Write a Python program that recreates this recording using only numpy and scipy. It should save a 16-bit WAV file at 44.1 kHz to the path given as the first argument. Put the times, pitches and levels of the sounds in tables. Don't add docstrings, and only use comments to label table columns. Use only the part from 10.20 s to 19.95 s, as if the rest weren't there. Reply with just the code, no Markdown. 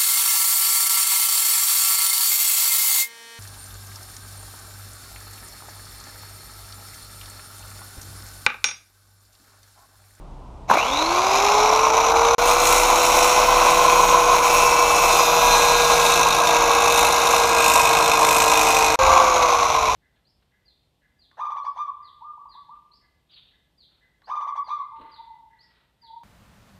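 import sys
import numpy as np
from scipy import signal
from scipy.fft import rfft, irfft
from scipy.io import wavfile
from scipy.ndimage import uniform_filter1d

SR = 44100
rng = np.random.default_rng(int(sys.argv[2]) if len(sys.argv) > 2 else 0)


def to_wav(s):
    ch = np.atleast_2d(s).T
    pcm = np.round(np.clip(ch, -1, 1) * 32767)
    wavfile.write(sys.argv[1], SR, pcm.astype(np.int16))


N = 429975
T = np.arange(N) / SR
PINION_TEETH, CROWN_TEETH = 13, 38
IDLE_HZ, BAND_LIMIT_HZ = 528, 15300
TOUCH_S, LIFT_S, POWER_OFF_S = 2.17, 8.775, 8.965

# frequency_hz, level_db
CASE_BODY = [(100, -36), (250, -20), (400, -13.5), (560, -6.5), (700, -1.5), (900, -2.5), (1060, -1),
             (1250, -5.5), (1450, -11), (1750, -21), (2100, -43)]
# frequency_hz, level_db
CASE_TREBLE = [(1400, -39), (1850, -6.5), (2300, 5), (2650, 2.5), (3100, -7), (3950, 1), (4650, -12),
               (5900, -1.5), (6900, -6), (7900, -18), (9200, -24.5), (10800, -19), (13000, -21.5),
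               (15000, -36.5)]
# pitch_hz, width_hz, level_db
CASE_MODES = [(978, 20, 1), (1058.4, 24, 0)]


def gain_of(db):
    return 10 ** (np.asarray(db) / 20)


def unit_rms(x):
    return x / np.sqrt(np.mean(x ** 2) + 1e-20)


def curve(rows):
    times, *columns = np.transpose(rows)
    return [np.interp(T, times, column) for column in columns]


def drift(hz, size=2 ** 15):
    rolloff = 1 + (np.fft.rfftfreq(size, T[-1] / size) / hz) ** 4
    slow = irfft(rfft(rng.standard_normal(size)) / rolloff)
    return unit_rms(np.interp(T, np.linspace(0, T[-1], size), slow))


def narrow_noise(turns, hz):
    return unit_rms((np.exp(2j * np.pi * turns) * (drift(hz) + 1j * drift(hz))).real)


def colour(x, points, size=4096):
    hz, db = np.transpose(points)
    log_hz = np.log(abs(np.fft.fftfreq(size, 1 / SR)) + 1)
    log_gain = np.log(gain_of(np.interp(log_hz, np.log(hz + 1), db)))
    taps = np.fft.ifft(np.exp(np.conj(signal.hilbert(log_gain)))).real
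    return signal.oaconvolve(x, taps[:size // 2])[:len(x)]


def resonate(x, hz, width_hz):
    return signal.lfilter(*signal.iirpeak(hz, hz / width_hz, SR), x)


def knocks(per_s, spread_db):
    size = gain_of(spread_db * np.minimum(rng.exponential(1, N), 4))
    return unit_rms(size * rng.choice([-1, 1], N) * (rng.random(N) < per_s / SR))


def bounces(phase, fall_turns, spread_db=1.0):
    size = gain_of(spread_db * rng.standard_normal(2048))[phase.astype(int) % 2048]
    return unit_rms(uniform_filter1d(size * np.exp(-(phase % 1) / fall_turns), size=110))


def yard():
    # frequency_hz, level_db
    wash = [(60, -11), (120, 7.5), (200, 0), (500, -6.5), (1000, -3.5), (1700, -26), (2500, -25),
            (6000, -32.5), (9000, -37), (15000, -53)]
    return gain_of(-45) * unit_rms(colour(rng.standard_normal(N), wash))


def air_on_microphone():
    # frequency_hz, level_db
    spectrum = [(20, -23), (46, 6.5), (70, 3), (110, -8), (170, -14), (300, -51), (1000, -73), (3000, -93)]
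    # centre_s, half_length_s, level_db
    gusts = [(2.103, 0.25, -43), (8.88, .1, -33), (9.718, .09, -49)]
    # time_s, level_db
    rumble_levels = [(0, -40), (.8, -52), (2.2, -37), (2.55, -32), (3.3, -38), (5.8, -37), (7.2, -54)]
    strength = gain_of(-46 + 0.62 * T)
    strength += sum(gain_of(db) * np.exp(-((T - s) / half) ** 2) for s, half, db in gusts)
    buffeting = unit_rms(colour(rng.standard_normal(N), spectrum, size=16384))
    rumble = narrow_noise(34.2 * T, hz=3.4) * gain_of(curve(rumble_levels)[0])
    return buffeting * strength + rumble


def motor_speed(power_on_s=.445, limit_hz=545.4, halfway_s=.2757, coast_s=4.15):
    # time_s, speed_hz
    loaded = [(2.18, 479), (2.45, 489.3), (2.85, 495.3), (3.42, 494.8), (3.8, 489), (4.25, 484.6),
              (5, 479.5), (5.7, 476.9), (6.1, 473), (6.35, 472), (6.85, 473.6), (7.4, 468.6), (7.95, 459.9),
              (8.76, 452.5)]
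    age = np.maximum(T - power_on_s, 0)
    spin_up = limit_hz * age / (age + halfway_s)
    coasting = IDLE_HZ * np.exp(-np.maximum(T - POWER_OFF_S, 0) / coast_s)
    return np.select([T < TOUCH_S, T < LIFT_S], [spin_up, curve(loaded)[0]], coasting)


def pressed():
    return (T > TOUCH_S) * (T < LIFT_S)


def drive_gain(speed, idle_db, doubling_db, load_db, slack_db=0, jolt_db=0):
    doublings = np.log2(np.maximum(speed, 1) / IDLE_HZ)
    load = pressed() * 10 * (1 - speed / IDLE_HZ)
    slack = np.clip((T - POWER_OFF_S) / 0.47, 0, 1)
    jolt = np.exp(-np.maximum(T - 0.53, 0) / 0.052)
    running_db = idle_db + doubling_db * doublings + load_db * load
    return gain_of(running_db + slack_db * slack + jolt_db * jolt)


def lulls():
    # centre_s, half_length_s, level_db
    dips = [(1.715, .011, -4), (1.935, .015, -9), (4.215, .013, -6), (6.228, .02, -4)]
    return gain_of(sum(db * np.exp(-((T - s) / half) ** 2) for s, half, db in dips))


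def roughness(turns, wear_turns, size=2048, count=32):
    spectra = rfft(rng.standard_normal((count, size // 8)))
    finest = int(BAND_LIMIT_HZ / (SR * np.diff(turns).mean()))
    patterns = irfft(spectra[:, :finest], size)
    age = turns / wear_turns
    place = (turns % 1 * size).astype(int) % size
    old = patterns[age.astype(int) % count, place]
    new = patterns[(age.astype(int) + 1) % count, place]
    blend = age % 1 * np.pi / 2
    return unit_rms(np.cos(blend) * old + np.sin(blend) * new)


def fan_hum(speed, turns):
    # motor_order, level_db
    partials = [(1, -0.5), (2, -32), (3, -12)]
    tones = np.sqrt(2) * sum(gain_of(db) * np.sin(2 * np.pi * round(k) * turns) for k, db in partials)
    level = drive_gain(speed, idle_db=-20.5, doubling_db=11, load_db=-3.5, slack_db=-10)
    waver = gain_of(0.5 * drift(24.5) + 1.6 * drift(2.0))
    fade_in = np.clip((T - .6) / 0.16, 0, 1)
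    return tones * level * waver * fade_in


def howl(speed):
    # time_s, level_db, motor_order
    course = [(.8, -37, 2), (1.3, -21, 2), (2.5, -37, 2.05), (3.7, -18.5, 2.1), (4.7, -22, 2.15),
              (6.4, -42, 2.22), (7.8, -22.5, 2.28), (8.7, -30.5, 2.2), (8.82, -17.5, 2.1), (9.25, -24, 2.3)]
    level_db, order = curve(course)
    return narrow_noise(np.cumsum(speed * order) / SR, hz=52) * gain_of(level_db)


def gear_case(blows):
    body = colour(blows, CASE_BODY)
    return body + sum(gain_of(db) * resonate(body, hz, width) for hz, width, db in CASE_MODES)


def gear_whine(speed, turns, lash):
    mesh = narrow_noise(PINION_TEETH * turns, hz=210) * (0.38 + 1.12 * lash)
    mesh *= drive_gain(speed, idle_db=-31.5, doubling_db=-0.5, load_db=-19, slack_db=-7, jolt_db=-5)
    mesh *= 0.92 + .5 * np.sin(2 * np.pi * turns)
    return colour(mesh, CASE_TREBLE)


def gear_head(speed, turns, lash_per_s=55, critical_hz=404):
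    torque = 1 + 0.12 * np.sin(2 * np.pi * 120 * T)
    teeth = roughness(turns * PINION_TEETH / CROWN_TEETH, wear_turns=40.17)
    blows = unit_rms(knocks(per_s=1500, spread_db=1.03) + .5 * rng.standard_normal(N) + 0.29 * teeth)
    blows *= torque * gain_of(1.1 * drift(51))
    rattle = unit_rms(gear_case(blows))
    rattle *= drive_gain(speed, idle_db=-15.5, doubling_db=8.5, load_db=-1, slack_db=-4, jolt_db=13.5)
    midrange = rattle + howl(speed)
    lash = bounces(np.cumsum(lash_per_s * gain_of(2.5 * drift(20))) / SR, fall_turns=0.5)
    burst_depth = .55 - 0.15 * pressed() + 0.57 * np.exp(-((speed - critical_hz) / 21) ** 2)
    clatter = unit_rms(blows * (1 + 0.11 * rng.standard_normal(N)) + 0.17 * teeth)
    ticks = unit_rms(colour(clatter * (1 + burst_depth * lash), CASE_TREBLE))
    ticks *= drive_gain(speed, idle_db=-24.5, doubling_db=6.5, load_db=-1, slack_db=-2, jolt_db=10)
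    treble = (ticks + gear_whine(speed, turns, lash)) * lulls()
    waver = gain_of(0.21 * drift(18))
    fade_in = np.clip((T - .472) / 0.027, 0, 1) ** 2
    return (midrange + treble) * waver * fade_in


def start_clacks(rebound_s=.005):
    # start_s, peak_db
    clacks = [(0.4994, -3.5), (0.5113, -3), (.522, -15), (0.5373, -6), (0.544, -9), (0.554, -12),
              (.571, -7.5), (.579, -18), (0.587, -17), (0.603, -13), (0.63, -12), (.661, -15)]
    out, t = np.zeros(N), np.arange(SR // 16) / SR
    for start_s, peak_db in clacks:
        blow = (t == 0) + .3 * rng.standard_normal(len(t)) * np.exp(-t / rebound_s)
        ring = gear_case(blow) + gain_of(-37) * colour(blow, CASE_TREBLE)
        out[round(start_s * SR):][:len(t)] += gain_of(peak_db) * ring / abs(ring).max()
    return out


def at_spot(levels_db):
    # time_s, spot (held within 0 to 3 below)
    path = [(4, 0), (4.6, -1.1), (5.4, 2.4), (5.9, 2), (7.1, 2), (7.4, 3.5)]
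    return np.interp(curve(path)[0], np.arange(len(levels_db)), gain_of(levels_db))


def blade_modes(scrape):
    # pitch_hz, width_hz, spot_0_db, spot_1_db, spot_2_db, spot_3_db
    modes = [(2086, 40, -16.5, -20, -26, -23), (2507, 60, -16.5, -15, -17, -5.5),
             (2610, 75, -10.5, -10, -7.5, -13.5), (3605, 40, -37, -8.5, -14, -14),
             (3730, 69, -18.5, -13, -6.5, -19.5), (4080, 32, -12.5, -15, -11, -12.5),
             (4970, 26, -27, -8, -37, -27), (5615, 46, -11.5, -11, -10, -20),
             (6060, 90, -24, -18, -12, -35), (6410, 49, -10, -9, -24, -50),
             (8100, 19, -17.5, -53, -38, -32), (8340, 110, -36, -30, -38, -13.5),
             (8920, 84, -19, -31, -16.5, -43), (9800, 31, -16, -19, -19.5, -30),
             (10830, 27, -23, -27, -34, -27), (11300, 37, -32, -20, -23, -20),
             (11760, 70, -44, -27, -26.5, -42), (12740, 50, -17, -20, -34, -30),
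             (13700, 45, -22, -15, -32, -36), (14200, 45, -22, -28, -32, -34),
             (14900, 50, -24, -38, -43, -32)]
    return sum(unit_rms(resonate(scrape, hz, width)) * at_spot(db) for hz, width, *db in modes)


def blade_low_ring(drive, pitch_hz=1640, width_hz=100):
    ring = resonate(resonate(drive, pitch_hz, width_hz), pitch_hz, width_hz)
    return unit_rms(ring) * at_spot((-51, -40.5, -34.5, -32))


def blade_shake(speed, disc_turns):
    # disc_order, level_db
    wobble = [(1, -50.5), (2, -42), (5, -34), (6, -29.5), (8, -36), (9, -38.5)]
    tones = sum(gain_of(db + 1.25 * drift(5.1)) * np.sin(2 * np.pi * round(k) * disc_turns)
                for k, db in wobble)
    return np.sqrt(2) * tones * drive_gain(speed, idle_db=-7.5, doubling_db=1, load_db=6)


def grinding(speed, turns):
    # time_s, pressure_db
    pressure = [(2.2, -22), (2.3, -4), (2.37, -14), (2.46, 0.5), (2.86, 4), (3.2, -4.5), (4.06, -7),
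                (4.35, -4.5), (4.75, -3), (5.06, 1), (5.9, -1), (6.26, -6.5), (6.6, -4), (7.2, -0.5),
                (8.3, 3), (8.7, -3)]
    # time_s, depth_fraction
    bouncing = [(2.2, 0.32), (5.6, 0), (6.1, 0.56), (7.5, 0.54), (8.15, 0.7), (8.7, 0.42)]
    # frequency_hz, level_db
    rasp_spectrum = [(1200, -5), (1800, -23), (2100, 1.5), (2550, 1), (3150, -1), (3700, 1.5), (4100, -7),
                     (4650, -7.5), (5100, 1), (5900, 1), (6600, 3.5), (7200, -2.5), (7900, -8),
                     (9500, -26.5)]
    # frequency_hz, level_db
    fizz_spectrum = [(6000, -21), (7400, 13), (8200, 12.5), (8900, 9.5), (9450, -3), (10200, 15),
                     (11000, -20), (11800, 10), (12400, 7), (12900, -9), (13900, 6), (14900, -39),
                     (15400, -8)]
    pressure_db = curve(pressure)[0] + 2.9 * drift(2.5)
    disc_turns = turns * PINION_TEETH / CROWN_TEETH
    depth = np.clip(curve(bouncing)[0], 0, 1)
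    chatter = 1 - depth + depth * bounces(disc_turns / 3 + .11 * drift(6) + 2, fall_turns=.38)
    bite = 1 + 0.3 * np.sin(2 * np.pi * disc_turns) + 0.48 * np.sin(2 * np.pi * turns)
    bite *= chatter * gain_of(0.85 * drift(96))
    rim = roughness(disc_turns, wear_turns=126.9) * (1 - 0.71 * depth)
    grit = knocks(per_s=16000, spread_db=1.0)
    rasp = gain_of(-2.6) * unit_rms(colour(bite * (1.4 * rim + grit), rasp_spectrum))
    ringing = gain_of(.3) * blade_modes(bite * chatter * (.7 * rim + grit))
    steel = (rasp + ringing) * gain_of(-24 + 0.37 * pressure_db)
    fizz = unit_rms(colour(bite * (0.59 * rim + grit), fizz_spectrum)) * gain_of(-33.5 + pressure_db)
    low_ring = blade_low_ring(np.sin(2 * np.pi * 10 * disc_turns) * bite + 5 * grit)
    thump = unit_rms(resonate(chatter * grit, hz=298, width_hz=210))
    thump *= depth * gain_of(-41 + .5 * pressure_db)
    return pressed() * ((steel + fizz) * lulls() + blade_shake(speed, disc_turns) + thump + low_ring)


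def scene():
    speed = motor_speed()
    turns = np.cumsum(speed * (1 + 0.00042 * drift(10.8))) / SR
    grinder = fan_hum(speed, turns) + gear_head(speed, turns) + start_clacks() + grinding(speed, turns)
    return (grinder + air_on_microphone() + yard())[None]


def record(dry):
    # start_s, end_s
    edit_gaps = [(2.149, 2.182), (8.758, 8.7895)]
    gate = 1 - .995 * sum((T > start_s) & (T < end_s) for start_s, end_s in edit_gaps)
    lowpass = signal.firwin(301, BAND_LIMIT_HZ, window=("kaiser", 8), fs=SR)
    return signal.oaconvolve(np.clip(dry * gate, -1, 1), lowpass[None], "same")


dry = scene()
out = record(dry)
to_wav(out)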